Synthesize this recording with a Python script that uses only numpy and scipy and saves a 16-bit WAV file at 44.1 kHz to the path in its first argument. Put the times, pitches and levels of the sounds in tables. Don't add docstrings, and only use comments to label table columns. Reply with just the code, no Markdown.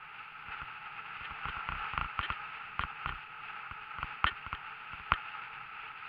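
import sys
import numpy as np
from scipy import signal
from scipy.fft import rfft, irfft
from scipy.io import wavfile
from scipy.ndimage import uniform_filter1d

SR = 44100
rng = np.random.default_rng(int(sys.argv[2]) if len(sys.argv) > 2 else 0)


def wrap_up_sound(samples):
    columns = np.atleast_2d(samples).T
    tamed = np.clip(columns, -1, 1)
    steps = np.round(tamed * 32767).astype(np.int16)
    wavfile.write(sys.argv[1], SR, steps)


N = 268128
TIME = np.arange(N) / SR

# f/Hz, rms level/dB
WHINE_TONES = [(15132, -97), (15225, -97)]
# f/Hz, relative level/dB
HISS_SPECTRUM = [(5000, -19), (6600, -1), (8200, -11.5), (9500, 1.5), (11500, 0.5), (15500, -2)]
# f/Hz, level/dB
FIZZ_SPECTRUM = [(5000, -25), (6800, -10), (8300, -13.5), (10000, -2), (12500, 0), (15500, 0.5)]
# f/Hz, relative level/dB
RUMBLE_SPECTRUM = [(20, 3), (50, -6.5), (95, -6.5), (120, 0), (150, 1.5), (200, -7), (300, -13),
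                   (450, -9.5), (900, -56), (3000, -81)]
# t/s, level/dB
SCRAPE_LEVEL = [(0.0, -51.5), (0.19, -46.0), (0.35, -49.5), (0.53, -42.5), (0.75, -46.5), (1.53, -40.5),
                (1.73, -42.5), (1.83, -38.5), (2.17, -44.0), (2.29, -42.0), (2.75, -46), (3.13, -43.5),
                (3.29, -49), (3.53, -43.5), (3.75, -47.5), (4.09, -44.0), (4.21, -46.5), (5.61, -44),
                (5.71, -47.5), (5.81, -44), (5.91, -48.0), (6.08, -45)]
# f/Hz, relative level/dB
SCRAPE_SPECTRUM = [(250, -29), (550, -27.5), (720, -19), (1000, -15), (1200, -12.5), (1520, -5.5),
                   (1800, -10.5), (2300, -7.5), (2750, -7), (3100, -17.5), (3600, -26), (4100, -34.5),
                   (4750, -35.5), (5900, -67.5)]
# f/Hz, half-width/Hz, lift/dB
CASE_MODES = [(442, 25, 12), (844, 71.7, 14), (1293, 116, 14), (2588, 70, 4.5), (4400, 42, 3.5)]
# f/Hz, relative level/dB
SLIP_SPECTRUM = [(200, -16.5), (650, -19), (1300, -4.5), (1800, -1.5), (2400, -10), (3150, -0.5),
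                 (3700, -19), (4150, -22), (4900, -46), (5600, -45.5), (6200, -63.5), (8300, -71.5),
                 (9600, -44.5), (11400, -41.5), (13000, -59), (16000, -60.5)]
# f/Hz, half-width/Hz, lift/dB
JOINT_MODES = [(420, 56, 14.5), (1460, 55, 5), (1810, 27, 10.5), (3086, 18, 7), (3660, 85, 5)]
# t/s, duration/s, initial slip rate/Hz, initial slip level/dB
JOINT_CREAKS = [(1.244, 0.011, 260, -37), (1.478, .02, 350, -41), (2.2295, 0.033, 240, -25),
                (2.81, 0.021, 220, -29.5), (3.073, 0.027, 275, -37.5), (4.2672, .03, 250, -15),
                (5.1375, .008, 155, -20.5)]
# f/Hz, relative level/dB
KNOCK_SPECTRUM = [(100, -34), (400, -22.5), (700, -12.5), (900, -6), (1100, 3.5), (1380, 4.5),
                  (1700, -14.5), (2100, -8), (2700, -7.5), (3200, -15.5), (3750, -39), (4500, -33.5),
                  (5500, -63), (8000, -81.5)]
# t/s, click level/dB, rocking f/Hz, bounces (rounded to a whole number)
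BUMPS = [ (.484, -35.5, 56, 0.5), (0.617, -28, 44.4, 0.5), (1.209, -34, 58, 0.5), (1.308, -29, 46, 0.5),
         (1.4545, -22, 44, 1), (1.567, -28, 49, 0.5), (1.6886, -19.3, 43, 4.5), (1.9351, -24, 53, 0.5),
         (1.9771, -15, 43, 1.5), (2.1912, -15.5, 56.7, 0.5), (2.302, -17, 52.5, 0),
         (2.7934, -15, 52.6, 0.5), (2.8364, -19, 46.7, 0), (3.0593, -19, 42.17, 3), (3.711, -28.5, 58, 0),
         (3.985, -27, 53.4, 0.5), (4.0292, -19, 41.8, 0), (4.2428, -8.5, 53, 0), (4.315, -33.5, 53, 0.5),
         (4.464, -27, 55.5, -0.5), (4.5288, -21, 52.4, 0.5), (4.933, -30.5, 56, 0.5),
         (4.998, -35, 53.6, 0.5), (5.1196, -8, 52.1, 0)]

CRUISE_DB, FIRM_KNOCK_DB = -45, -20


def undb(db):
    return 10 ** (np.asarray(db) / 20)


def unit(x):
    return x / np.sqrt(np.mean(x ** 2))


def walk(rate):
    hold = max(int(SR / rate), 2)
    steps = np.repeat(rng.standard_normal(N // hold + 1), hold)
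    return unit(uniform_filter1d(uniform_filter1d(steps, hold), hold)[:N])


def response(spectrum, modes=(), size=4096):
    f = np.maximum(np.fft.rfftfreq(size, 1 / SR), 1)
    hz, db = np.transpose(spectrum)
    db = np.interp(np.log(f), np.log(hz), db)
    for centre, width, lift in modes:
        db = db + lift / (1 + ((f - centre) / width) ** 2)
    cepstrum = irfft(np.log(undb(db)))
    cepstrum[1:size // 2] *= 2
    cepstrum[size // 2 + 1:] = 0
    h = irfft(np.exp(rfft(cepstrum)))
    return h / np.abs(h).max()


def ring(force, h):
    return signal.fftconvolve(force, h)[:N]


def add(out, s, x):
    i = int(np.clip(s * SR, 0, N - 1))
    out[i:i + len(x)] += x[:N - i]


def swell(t, peak_s):
    return (t / peak_s * np.exp(1 - t / peak_s)) ** 2


def electronics(hiss_db=-89.5):
    whine = sum(np.sqrt(2) * undb(db) * np.sin(2 * np.pi * hz * TIME) for hz, db in WHINE_TONES)
    return whine + undb(hiss_db) * unit(ring(rng.standard_normal(N), response(HISS_SPECTRUM)))


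def fizz(knocking, ceiling_db=-83, thud_hz=45, knee_db=-52):
    thuds = signal.sosfiltfilt(signal.butter(2, thud_hz, fs=SR, output="sos"), knocking)
    depth = np.tanh(np.abs(signal.hilbert(thuds)) / undb(knee_db))
    return undb(ceiling_db) * depth * unit(ring(rng.standard_normal(N), response(FIZZ_SPECTRUM)))


def effort():
    times, level_db = np.transpose(SCRAPE_LEVEL)
    return np.interp(TIME, times, level_db) - CRUISE_DB


def rumble(cruising_db=-64.5, db_per_db=0.69, shake_db=1.5):
    vibration = unit(ring(rng.standard_normal(N), response(RUMBLE_SPECTRUM)))
    return vibration * undb(cruising_db + db_per_db * effort() + shake_db * walk(20))


def snow(grains_per_s=2500, spread_db=1, grain_share=0.27):
    grains = (rng.random(N) < grains_per_s / SR) * rng.standard_normal(N)
    grains *= undb(spread_db * np.minimum(rng.exponential(size=N), 4))
    return np.sqrt(grain_share) * unit(grains) + np.sqrt(1 - grain_share) * rng.standard_normal(N)


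def skis(gain_db=-0.36, chatter_db=0.5, chatter_hz=90, flicker_db=1.23, flicker_hz=35, split_hz=1900):
    scrape = unit(ring(snow(), response(SCRAPE_SPECTRUM, CASE_MODES)))
    base = signal.sosfiltfilt(signal.butter(3, split_hz, fs=SR, output="sos"), scrape)
    edge = scrape - base
    bite_db = 0.5 - 0.18 * effort()
    base = base * undb(flicker_db * walk(flicker_hz))
    edge = edge * undb(bite_db + flicker_db * walk(flicker_hz))
    return (base + edge) * undb(gain_db + CRUISE_DB + effort() + chatter_db * walk(chatter_hz))


def creaks(tick_lag_s=0.021, tick_db=-28, end_db=-32, jitter=.08, scatter_db=1, quicken=.06):
    force = np.zeros(N)
    for s, click_db, rock_hz, _ in BUMPS:
        if click_db > -24 and rock_hz > 49:
            add(force, s + tick_lag_s, undb([tick_db]))
    for s, duration, rate, start_db in JOINT_CREAKS:
        timing, strength = rng.standard_normal((32, 2)).T
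        gaps = (1 + jitter * timing) / (rate * (1 + quicken * np.arange(len(timing))))
        for lag, scatter in zip(np.cumsum(gaps) - gaps[0], strength):
            if lag < duration:
                slip_db = start_db + (end_db - start_db) * lag / duration + scatter_db * scatter
                add(force, s + lag, undb([slip_db]))
    force = signal.sosfilt(signal.butter(2, 280, "high", fs=SR, output="sos"), force)
    return ring(force, response(SLIP_SPECTRUM, JOINT_MODES))


def disperse(h, hz, q):
    _, poles = signal.iirpeak(hz, q, fs=SR)
    return signal.lfilter(poles[::-1], poles, h)


def strikes(loss_db=3.3, soften_db=2.2, gap_s=.032, gap_power=.15, first_t60_s=.05, bounce_t60_s=.09):
    for s, click_db, rock_hz, bounces in BUMPS:
        for k in range(round(bounces) + 1):
            force_db = click_db - FIRM_KNOCK_DB - k * loss_db
            soft_db = k * (k - 1) * soften_db
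            yield s, force_db, soft_db, rock_hz, bounce_t60_s if k else first_t60_s
            s += gap_s * undb(gap_power * force_db)


def knocks(air_lag_s=.0014, rock_lag_s=.001, swing_cycles=1.02, rebound_cycles=.6, rebound_db=-18,
           shove_db=-4.5, jolt_db=-3.0, jolt_s=.0012, mount_hz=133, mount_db=-14.5):
    out, t = np.zeros(N), TIME[:SR // 4]
    click = disperse(response(KNOCK_SPECTRUM), hz=2100, q=2.5)
    hollow = response(SCRAPE_SPECTRUM, CASE_MODES)
    for s, force_db, soft_db, rock_hz, t60 in strikes():
        click_db = FIRM_KNOCK_DB + force_db - soft_db
        thud_db, air_db = -32.5 + 0.69 * force_db, -33.5 + 0.51 * force_db
        air_hz = 1350 + 30 * rng.standard_normal()
        air = np.sin(2 * np.pi * air_hz * t) * swell(t, peak_s=.003)
        shove = undb(shove_db - soft_db) * swell(t, peak_s=.0013)
        rock = np.sin(2 * np.pi * rock_hz * t) * np.exp(-np.log(1000) * t / t60)
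        mount = undb(mount_db) * np.cos(2 * np.pi * mount_hz * t) * swell(t, peak_s=.0065)
        rock /= 1 + (t * rock_hz / swing_cycles) ** 6
        rebound_s = rebound_cycles / rock_hz
        jolt = undb(jolt_db) / (1 + ((t - rebound_s) / jolt_s) ** 2)
        add(out, s, -undb(click_db) * click)
        add(out, s, -undb(thud_db) * shove)
        add(out, s + air_lag_s, -undb(air_db) * air)
        add(out, s + rock_lag_s, undb(thud_db) * (rock - undb(-soft_db) * (jolt + mount)))
        add(out, s + rock_lag_s + rebound_s, -undb(click_db + rebound_db) * hollow)
    return out


def scene():
    knocking = knocks()
    return (skis() + rumble() + knocking + fizz(knocking) + creaks())[None]


def record(dry, low_cut_hz=22, top_hz=15700):
    x = signal.sosfilt(signal.butter(1, low_cut_hz, "high", fs=SR, output="sos"), dry + electronics())
    return signal.sosfilt(signal.ellip(10, .1, 80, top_hz, fs=SR, output="sos"), x)


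dry = scene()
out = record(dry)
wrap_up_sound(out)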